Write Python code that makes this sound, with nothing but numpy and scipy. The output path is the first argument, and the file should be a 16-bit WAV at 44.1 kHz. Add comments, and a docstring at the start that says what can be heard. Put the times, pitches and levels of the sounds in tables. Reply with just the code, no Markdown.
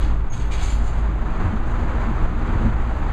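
"""Inside a trolleybus, heard from a seat in the cabin: from the start the drive hums, its pitch creeping up
as a sine on a speed curve; tyre roar and boom are filtered noise, body sway and bumps add unsteady low tones.
In the first second loose door fittings chatter as ringing clicks, and from 0.3 s they squeak as short tones;
reflections from the hard walls smear both. From 1.4 s a wall panel sings and sharp jolts thump the cabin.
The microphone has a dead spot in the treble and hears little above 15 kHz."""
import sys
import numpy as np
from scipy import signal
from scipy.fft import rfft, irfft
from scipy.io import wavfile

SR = 44100
rng = np.random.default_rng(int(sys.argv[2]) if len(sys.argv) > 2 else 0)


def bounce(signal):
    """Save signal as a 16-bit WAV file at the path given by the first command-line argument."""
    frames = np.transpose(np.atleast_2d(signal))
    limited = np.clip(frames, -1, 1)
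    pcm = np.round(limited * 32767).astype(np.int16)
    wavfile.write(sys.argv[1], SR, pcm)


N = 137592
T = np.arange(N) / SR  # s
FREQ = np.arange(N // 2 + 1) * SR / N + 1e-6  # Hz, just above zero so its logarithm exists

# tyre roar through the floor [t/s, level/dB]
ROAR = [(0, -35.5), (.08, -36), (.24, -39.5), (.55, -36), (.88, -36), (1.01, -33), (1.14, -36),
        (1.33, -32.5), (1.45, -31), (1.62, -35), (1.8, -31), (2.235, -31), (2.275, -33.5), (2.5, -30.5),
        (2.66, -30), (2.76, -34), (2.92, -33), (3.12, -32)]
# cabin resonances [f/Hz, width/Hz, relative level/dB, swell per swell of tyre roar/(dB/dB)]
CABIN_MODES = [(76.2, 27.3, 3, 1.26), (112.7, 34, 0.5, 0.27), (166.2, 30, -4.5, 1.3),
               (214.5, 27.6, -5.5, 0.75), (237.8, 13.3, -10, 1), (297.6, 28, -9.5, 1),
               (323.6, 43.6, -9, 1.5)]


def undb(db):
    """Decibels to gain."""
    return 10 ** (np.asarray(db) / 20)


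def unit(x):
    """Scale to rms 1."""
    return x / np.sqrt(np.mean(x ** 2))


def curve(rows):
    """Join (s, value) rows by straight lines."""
    return np.interp(T, *np.array(rows).T)


def colour(points):
    """Gain at each frequency from (Hz, dB) points, joined along log frequency."""
    hz, db = np.array(points).T
    return undb(np.interp(np.log(FREQ), np.log(hz), db))


def resonance(hz, width):
    """Response of one resonance, gain 1 at its centre."""
    return 1 / (1 + 1j * (FREQ / hz - hz / FREQ) * hz / width)


def shape(x, response):
    """Filter a sound by a frequency response."""
    return irfft(rfft(x) * response, N)


def noise(response):
    """Filtered noise of rms 1."""
    return unit(shape(rng.standard_normal(N), response))


def walk(rate):
    """Smooth random drift of rms 1, holding little above rate in Hz."""
    return noise(np.exp(-(FREQ / rate) ** 2))


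def tone(hz):
    """A sine of rms 1 on a moving pitch, from a random phase."""
    cycles = np.cumsum(hz) / SR + rng.random()
    return np.sqrt(2) * np.sin(2 * np.pi * cycles)


def burst(start, length, attack, release):
    """Straight attack, hold and exponential release; all times in s, length includes the attack."""
    rise = np.clip((T - start) / attack, 0, 1)
    fall = np.exp(-np.maximum(T - start - length, 0) / release)
    return rise * fall


def cabin(x, wet):
    """Dense reflections from windows and panels: decaying noise, with wet as its share of the power."""
    t60 = 0.52  # s
    tail = rng.standard_normal(N) * undb(-60 * T / t60)
    tail = tail * (T > .003)  # first reflections arrive after 3 ms
    reflected = signal.fftconvolve(x, tail)[:N] / np.sqrt(np.sum(tail ** 2))
    return np.sqrt(1 - wet) * x + np.sqrt(wet) * reflected


def drive():
    """The drive line hums with speed and load, gears add overtones, the electrics a whine and thin whistles."""
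    # drive speed heard as hum pitch [t/s, f/Hz]
    speed = [(0, 51.99), (.6, 51.85), (1.2, 52.5), (1.7, 54.94), (2.4, 55.82), (3.12, 57.38)]
    # drive load heard as hum level [t/s, level/dB]
    load = [(0, -18), (.13, -19.5), (.25, -21), (.31, -41), (.42, -21.5), (.64, -24), (.76, -17.5),
            (.9, -23.5), (1.03, -19), (1.3, -26.5), (1.43, -30), (1.96, -23.5), (2.4, -34.5), (2.8, -22.5),
            (3.12, -26.5)]
    # overtones [multiple of the hum pitch, level/dB]
    orders = [(2, -41.5), (3, -43.5), (5.8, -51.5)]
    # faint whistles of the motor control [f/Hz, level/dB]
    whistles = [(11930, -82), (12620, -86.5)]
    flutter_db = 1.5  # of the overtones and the whine

    hum_hz = curve(speed) * (1 + .0069 * walk(4.03))
    out = tone(hum_hz) * undb(curve(load))
    for multiple, db in orders:
        out = out + tone(hum_hz * multiple) * undb(db + flutter_db * walk(12))
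    for hz, db in whistles:
        out = out + tone(hz * (1 + .004 * walk(200))) * undb(db + 3.2 * walk(8))
    whine_hz = 399.4 * (1 + .00696 * walk(13.7))
    whine = tone(whine_hz) * undb(-48.5 + flutter_db * walk(25))
    return out + whine


def road():
    """Road roughness drives the tyre roar and the cabin resonances; the body sways below them."""
    # tyre roar after the floor [f/Hz, relative level/dB]
    floor_colour = [(60, 0), (300, -0.5), (450, -1.5), (650, -1.5), (820, 1), (1300, -1.5), (2000, -10),
                    (3000, -20), (4500, -26.5), (7000, -29), (8300, -40), (9800, -46)]
    # sway of the body [f/Hz, relative level/dB]
    sway_colour = [(6, -5), (14, 22.5), (24, 22.5), (34, 19.5), (43, 17), (53, 11.5), (70, 12),
                   (170, -73.5)]
    boom_db, boom_flutter_db, sway_db = -36, 1.94, -25.5

    rough_db = curve(ROAR)
    # a further 2.4 dB lost per kHz above 9.5 kHz
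    treble_loss = undb(-2.4 * np.maximum(FREQ - 9500, 0) / 1000)
    roar = noise(colour(floor_colour) * treble_loss) * undb(rough_db + 0.87 * walk(43))
    boom = 0
    for hz, width, db, follow in CABIN_MODES:
        swell_db = follow * (rough_db - rough_db.mean()) + boom_flutter_db * walk(6.1)
        # squared: the resonance acts twice in a row
        boom = boom + noise(resonance(hz, width) ** 2) * undb(boom_db + db + swell_db)
    sway = noise(colour(sway_colour)) * undb(sway_db)
    return roar + boom + sway


def shake():
    """The body's low modes swing almost steadily, swelling or easing with the tyre roar."""
    # low modes of the body [f/Hz, level/dB, swell per swell of tyre roar/(dB/dB)]
    modes = [(13.7, -27, -0.9), (34.26, -29, 1.3)]
    swell_db = curve(ROAR) - curve(ROAR).mean()
    out = 0
    for hz, db, follow in modes:
        swing = tone(hz * (1 + .026 * walk(1.88)))
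        out = out + swing * undb(db + follow * swell_db + 2 * walk(6))
    return out


def panel():
    """A wall panel sings on one fixed pitch, faint at first and then swelling up."""
    # singing of the panel [t/s, level/dB]
    singing = [(1.4, -53), (1.68, -35.5), (2.15, -40.5), (2.5, -47)]
    return tone(np.full(N, 237)) * undb(curve(singing) + 2 * walk(8.8))


def rattles():
    """Loose fittings chatter: bursts of dense uneven clicks ring their metal."""
    # bursts, the first already under way [t/s, length/s, attack/s, level before the envelope/dB, treble lift/dB]
    chatter = [(-.03, 0.081, .01, -40.5, -6.5), (0.314, 0.076, 0.028, -42.5, 2),
               (0.393, 0.026, .012, -42.5, -5), (0.508, 0.042, 0.014, -33.5, -2.5),
               (0.571, 0.033, 0.023, -37.5, -6), (0.601, 0.052, 0.013, -35, 3),
               (0.658, 0.074, 0.022, -39.5, -0.5), (0.819, 0.062, 0.026, -45.5, 3),
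               (0.927, 0.067, 0.025, -50.5, -2), (1.657, 0.06, .01, -55.5, 7)]
    # metal as a whole [f/Hz, relative level/dB]
    metal_colour = [(300, -2.5), (900, -3.5), (2400, -2.5), (4500, -2), (7000, -4), (8600, -12),
                    (10000, -22), (14000, -33), (16000, -45)]
    # rings of the loose fittings [f/Hz, width/Hz, relative level/dB]
    rings = [(2320, 60, 4.5), (2870, 73, 0.5), (3340, 42, -0.5), (3790, 56, -8.5), (4420, 57, -9),
             (6450, 160, -1.5)]
    clicks_per_s, scatter_db, release_s, wet = 800, 3, .012, .51

    ringing = sum(undb(db) * resonance(hz, width) for hz, width, db in rings)
    metal = colour(metal_colour) * (1 + ringing)
    treble = FREQ ** 4 / (FREQ ** 4 + 5500 ** 4)  # half the lift at 5.5 kHz
    out = 0
    for start, length, attack, db, lift_db in chatter:
        hits = rng.random(N) < clicks_per_s / SR
        signs = np.sign(rng.standard_normal(N))
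        clicks = hits * signs * undb(scatter_db * rng.standard_normal(N))
        clatter = unit(shape(clicks, metal * undb(lift_db * treble)))
        out = out + clatter * undb(db) * burst(start, length, attack, release_s)
    return cabin(out, wet)


def bumps():
    """Each bump swells one resonance of the body: a brief tone of uneven pitch and level."""
    # bumps in the road [t of the crest/s, length from crest to 1/e/s, f/Hz, level/dB]
    thuds = [(0.076, 0.04, 325, -39), (0.942, 0.087, 112, -35.5), (1.456, 0.078, 87, -24),
             (1.54, 0.029, 215, -29.5), (1.35, 0.14, 218, -36.5), (2.089, 0.025, 215, -30),
             (2.241, 0.032, 31.01, -16.5), (2.572, 0.11, 326, -37), (2.655, 0.1, 111.6, -25.5),
             (2.665, 0.04, 214, -24)]
    out = 0
    for time, length, hz, db in thuds:
        ring = tone(hz * (1 + .061 * walk(hz / 2)))
        swell = np.exp(-((T - time) / length) ** 2)
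        out = out + ring * undb(db + 4.1 * walk(hz / 2)) * swell
    return out


def squeaks():
    """Dry metal joints slip and sing briefly on an unsteady pitch."""
    # squeaks [t/s, length/s, f/Hz, level/dB]
    slips = [(0.299, 0.027, 6540, -46.5), (0.319, 0.015, 6460, -40), (0.39, 0.017, 6530, -50),
             (0.507, 0.046, 2400, -42), (0.615, 0.039, 6350, -46.5), (0.621, 0.033, 7090, -43.5),
             (0.696, 0.015, 7160, -41.5), (0.711, 0.047, 10270, -63.5), (0.705, 0.06, 11800, -72),
             (0.827, 0.096, 7080, -56), (.835, 0.055, 10100, -72)]
    attack_s, release_s, wet = .0029, .0037, .32
    out = 0
    for start, length, hz, db in slips:
        song = tone(hz * (1 + .005 * walk(270))) * undb(db + 2.7 * walk(90))
        out = out + song * burst(start, length, attack_s, release_s)
    return cabin(out, wet)


def jolts():
    """A wheel drops over an edge: one short push thumps all cabin resonances at once."""
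    # hard jolts [t/s, contact time from crest to 1/e/s, peak level/dB]
    edges = [(1.407, .0014, -19), (2.228, 0.0019, -16), (2.612, 0.00067, -17.5), (2.65, 0.00063, -14),
             (2.666, 0.0014, -15)]
    body = sum(undb(db) * resonance(hz, width) for hz, width, db, follow in CABIN_MODES)
    out = 0
    for time, contact, db in edges:
        push = np.exp(-((T - time) / contact) ** 2)
        thump = shape(push, body)
        out = out + undb(db) * thump / np.abs(thump).max()
    return out


def scene():
    """Everything heard from a seat in the cabin, as one channel."""
    steady = drive() + road() + shake() + panel()
    events = rattles() + bumps() + squeaks() + jolts()
    return (steady + events)[None]


def record(dry):
    """The microphone's treble dead spot, then a steep top cut."""
    notch_hz, notch_width_hz, top_hz = 5425, 1760, 15200
    notch = signal.iirnotch(notch_hz, notch_hz / notch_width_hz, fs=SR)
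    heard = signal.lfilter(*notch, dry)
    # order 10, 0.2 dB ripple below the cut, 70 dB down above it
    top_cut = signal.ellip(10, .2, 70, top_hz, fs=SR, output="sos")
    return signal.sosfilt(top_cut, heard)


dry = scene()
out = record(dry)
bounce(out)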